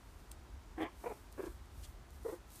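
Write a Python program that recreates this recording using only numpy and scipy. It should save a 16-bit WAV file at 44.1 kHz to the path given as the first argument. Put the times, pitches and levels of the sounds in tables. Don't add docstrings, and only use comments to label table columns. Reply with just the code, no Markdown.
import sys
import numpy as np
from scipy import signal
from scipy.fft import rfft, irfft, next_fast_len
from scipy.io import wavfile
from scipy.ndimage import map_coordinates

SR = 44100
rng = np.random.default_rng(int(sys.argv[2]) if len(sys.argv) > 2 else 0)


def dump_mix(stems):
    frames = np.atleast_2d(stems).T
    limited = np.clip(frames, -1, 1)
    pcm = np.round(limited * 32767).astype(np.int16)
    wavfile.write(sys.argv[1], SR, pcm)


N = 114660

# frequency in Hz, relative level in dB.
RUMBLE_SPECTRUM = [(20, -27), (32, -8.5), (45, 2.5), (68, 1.5), (85, -6), (120, -11), (170, -23.5),
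                   (300, -39)]
HISS_SPECTRUM = [(130, -7.5), (230, -2.5), (360, -4.5), (480, -10), (950, -8.5), (1400, -12), (2000, -16.5),
                 (2800, -19.5), (4500, -22), (7000, -24.5), (10000, -28), (15000, -33)]
# time in seconds, level in dB.
RUMBLE_LEVELS = [(0.02, -59.5), (0.22, -51), (0.25, -60.5), (0.36, -51), (0.48, -61.5), (0.5, -51.5),
                 (1.0, -58.5), (1.03, -65), (1.07, -55.5), (1.47, -56.5), (1.49, -52), (1.71, -56),
                 (1.74, -51.5), (2.38, -55.5), (2.43, -59.5), (2.58, -56.5)]
# frequency in Hz, time to fall 60 dB in seconds.
WALL_DECAY = [(200, 0.15), (1000, 0.17), (3000, 0.25), (10000, 0.036)]
# start in seconds, level in dB, decay in seconds.
BARK_SNAPS = [(.3136, -48, 0.0012), (0.316, -42, 0.00093), (0.3175, -45, .0009)]
CLAW_TAPS = [(.817, -59, 0.0037), (.831, -64, .005), (1.2135, -65, .001), (1.319, -63, 0.0024),
             (1.3255, -54, 0.0028), (1.658, -60, .001), (2.1056, -57.5, 0.0018)]
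# peak time, rise and fall in seconds, level in dB.
SAND_SCUFFS = [(.12, .1, 0.18, -75), (.825, 0.028, 0.015, -65), (1.05, 0.067, .13, -65),
               (1.45, 0.068, 0.079, -65), (1.83, 0.067, 0.069, -65.5), (2.15, 0.025, 0.035, -69),
               (2.31, 0.06, 0.043, -62), (2.56, 0.041, .06, -59)]
BARK_SCRAPES = [(1.462, 0.011, .006, -61.5), (1.846, 0.011, 0.011, -56)]
# frequency in Hz, relative level in dB.
SNAP_SPECTRUM = [(1500, -38), (3300, -8), (5500, -14), (7200, -6), (8500, 3), (9400, -4), (10500, -14),
                 (13000, -11), (15500, -16.5)]
TAP_SPECTRUM = [(1500, -24), (3500, -6), (6000, -3), (9000, -1), (10500, -2), (12200, -1), (15000, -8)]
SAND_SPECTRUM = [(1500, -25), (3500, -4.5), (5000, -4), (7000, -2), (9300, 1.5), (10400, -3.5), (12000, 0),
                 (14000, -3), (15500, -8.5)]
SCRAPE_SPECTRUM = [(900, -26), (1900, -3), (2600, -7), (3300, 4), (3800, -5), (4600, -0.5), (5400, -3),
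                   (7000, -2), (10000, -6), (15000, -16)]
# start and length in seconds, start and end pitch in Hz,
# level of the fundamental in dB, then overtones, growl and rasp in dB against the fundamental.
GRUNT_BURSTS = [
    [(.778, 0.029, 329.4, 335, -43, -13.5, -12.5, -5.5), (.805, .035, 318.1, 319.2, -39, -10.5, -4, -5.5),
     (.840, 0.029, 344.2, 340, -48.5, 0, -4, -0.5)],
    [(1.040, .009, 352, 396, -49.5, -7.5, 0, 2), (1.060, 0.02, 463.7, 507, -39.5, -6.5, -15, -7),
     (1.099, 0.027, 473.5, 395, -46.5, -5, -13, -3.5)],
    [(1.379, .013, 265.3, 306, -50.5, -5.5, -29, -10), (1.393, 0.016, 356.5, 402, -39.5, -15.5, -13.5, -12),
     (1.432, .017, 349, 343, -42.5, -17, -18, -13.5), (1.462, .022, 384.5, 323, -44.5, -16, -18, -16)],
    [(2.251, .020, 407.2, 508, -39, -17.5, -18, -18), (2.284, 0.021, 399, 442, -41, -18.5, -11.5, -15.5),
     (2.324, 0.023, 341, 330, -47.5, -22, -2, -22)],
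]
# frequency in Hz, relative level in dB.
THROAT_SPECTRA = [
    [(220, -1.5), (430, 9), (600, -4.5), (790, 8.5), (900, -7.5), (1080, 0), (1420, -15.5), (1820, -2),
     (2350, -9), (2750, -15), (3300, -2.5), (3800, -25.5)],
    [(200, -4), (450, -2), (720, 4), (980, -1), (1400, -15), (1900, -16.5), (2450, -12), (3000, -28),
     (4000, -34)],
    [(200, -7), (450, 11), (750, -3), (1000, 1), (1400, -5.5), (1700, -2), (1950, -18), (2400, -7),
     (3300, -24)],
    [(200, -23), (500, 8), (750, -7), (950, -1.5), (1500, -12), (1720, -23), (1950, -8), (2400, -31),
     (3300, -25)],
]

VOICE_ROOM_DB, CLICK_ROOM_DB, WALL_DELAY_S = -13, -10.5, 0.006
GRAINS_PER_S, GRAIN_DB, GRAIN_SPREAD_DB = 500, -9.5, 8
ATTACK_S, RELEASE_S = 0.0061, 0.0081
JITTER, SHIMMER_DB, FLUTTER_PER_S = 0.03, 1.4, 420
RASP_DEPTH, RASP_EXTRA_S = 0.39, 0.0031
HUSK_DB, HUSK_MARGIN_S = -54, 0.0097
MOUTH_SHUT_DB, MOUTH_HZ, MOUTH_OPEN_S, MOUTH_LAG_S = -20, 2600, 0.023, 0.01


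def amp(db):
    return 10 ** (np.asarray(db) / 20)


def unit(x):
    return x / np.sqrt(np.mean(x ** 2) + 1e-20)


def along(points, hz):
    freqs, values = np.transpose(points)
    return np.interp(np.log(hz + 1), np.log(freqs + 1), values)


def filtered(x, response):
    size = next_fast_len(N + SR // 4)
    return irfft(rfft(x, size) * response(np.fft.rfftfreq(size, 1 / SR)), size)[:N]


def colour(spectrum, hz):
    low_hz, high_hz = spectrum[0][0], spectrum[-1][0]
    return amp(along(spectrum, hz)) * np.minimum(1, hz / low_hz) ** 2 / np.maximum(1, hz / high_hz) ** 2


def noise(spectrum):
    return unit(filtered(rng.standard_normal(N), lambda hz: colour(spectrum, hz)))


def outdoors(hiss_db=-62.5):
    rumble_db = np.interp(np.arange(N) / SR, *np.transpose(RUMBLE_LEVELS))
    return amp(rumble_db) * noise(RUMBLE_SPECTRUM) + amp(hiss_db) * noise(HISS_SPECTRUM)


def enclosure(x, wet_db):
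    hz, t, spectra = signal.stft(rng.standard_normal(SR // 3), SR, nperseg=256)
    decay = amp(-60 * t / along(WALL_DECAY, hz)[:, None])
    tail = signal.istft(spectra * decay, SR, nperseg=256)[1]
    tail = np.pad(tail / np.linalg.norm(tail), (int(WALL_DELAY_S * SR), 0))
    return x + amp(wet_db) * signal.fftconvolve(x, tail)[:N]


def clicks(rows, spectrum):
    t = np.arange(N) / SR
    level = sum(amp(db) * (t >= start) * np.exp(-np.abs(t - start) / decay) for start, db, decay in rows)
    return enclosure(level * noise(spectrum), CLICK_ROOM_DB)


def strokes(rows):
    t = np.arange(N) / SR
    power = sum(amp(db) ** 2 * np.exp(-((t - peak) / np.where(t < peak, rise, fall)) ** 2)
                for peak, rise, fall, db in rows)
    return np.sqrt(power)


def paws():
    hits = rng.random(N) < GRAINS_PER_S / SR
    sizes = rng.standard_normal(N) * amp(GRAIN_SPREAD_DB * rng.standard_normal(N))
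    grains = unit(filtered(hits * sizes, lambda hz: colour(SAND_SPECTRUM, hz)))
    sand = unit(noise(SAND_SPECTRUM) + amp(GRAIN_DB) * grains)
    return strokes(SAND_SCUFFS) * sand + strokes(BARK_SCRAPES) * noise(SCRAPE_SPECTRUM)


def flutter():
    knots = rng.standard_normal(N // 8)
    return map_coordinates(knots, [np.arange(N) * FLUTTER_PER_S / SR], mode="wrap")


def burst(t, length):
    rise = np.clip(t / ATTACK_S + 0.51, 0, 1)
    fall = np.clip((length - t) / RELEASE_S + 0.5, 0, 1)
    return np.sin(np.pi / 2 * rise * fall) ** 2


def partials(multiples, pitch, phase, throat):
    k = multiples[:, None]
    waves = np.cos(k * phase + 2 * np.pi * rng.random(k.shape))
    return unit((colour(throat, k * pitch) * waves).sum(0))


def mouth(x, widest_s):
    dull = filtered(x, lambda hz: 1 / (1 + (hz / MOUTH_HZ) ** 10))
    opening = np.exp(-((np.arange(N) / SR - widest_s) / MOUTH_OPEN_S) ** 2)
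    return dull + (x - dull) * amp(MOUTH_SHUT_DB * (1 - opening))


def grunt(bursts, throat):
    voice = np.zeros(N)
    jitter, shimmer, breath = flutter(), flutter(), noise(throat)
    harmonics = np.arange(2, 16)
    for start, length, start_hz, end_hz, db, overtones_db, growl_db, rasp_db in bursts:
        span = np.arange(int((start - length) * SR), int((start + 2 * length) * SR))
        t = span / SR - start
        pitch = np.interp(t, [0, length], [start_hz, end_hz])
        phase = 2 * np.pi * np.cumsum(pitch * (1 + JITTER * jitter[span])) / SR
        overtones = amp(overtones_db) * partials(harmonics, pitch, phase, throat)
        growl = amp(growl_db) * partials(harmonics - 0.5, pitch, phase, throat)
        tone = (np.sqrt(2) * np.cos(phase) + overtones + growl) * burst(t, length)
        pulsed_breath = unit(breath[span] * (1 + RASP_DEPTH * np.sin(phase)))
        rasp = amp(rasp_db) * pulsed_breath * burst(t + RASP_EXTRA_S / 2, length + RASP_EXTRA_S)
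        voice[span] += amp(db + SHIMMER_DB * shimmer[span]) * (tone + rasp)
    husk_start = bursts[0][0] - HUSK_MARGIN_S
    husk_end = bursts[-1][0] + bursts[-1][1] + HUSK_MARGIN_S
    arch = np.sin(np.pi * np.clip((np.arange(N) / SR - husk_start) / (husk_end - husk_start), 0, 1))
    husk = amp(HUSK_DB) * np.sqrt(np.abs(arch)) * noise(throat)
    middle = np.mean([start + length / 2 for start, length, *_ in bursts])
    return mouth(voice + husk, middle + MOUTH_LAG_S)


def squeak(start_s=0.868, length_s=0.025, hz=1050, db=-55.5, waver=0.088):
    phase = 2 * np.pi * np.cumsum(hz * (1 + waver * flutter())) / SR
    return amp(db) * burst(np.arange(N) / SR - start_s, length_s) * np.sqrt(2) * np.sin(phase)


def meerkat():
    return squeak() + sum(enclosure(grunt(bursts, throat), VOICE_ROOM_DB)
                          for bursts, throat in zip(GRUNT_BURSTS, THROAT_SPECTRA))


def scene():
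    voice = meerkat()
    foraging = paws() + clicks(BARK_SNAPS, SNAP_SPECTRUM) + clicks(CLAW_TAPS, TAP_SPECTRUM)
    return (outdoors() + foraging + voice)[None]


def record(dry, top_hz=15450):
    return filtered(dry[0], lambda hz: hz < top_hz)[None]


dry = scene()
out = record(dry)
dump_mix(out)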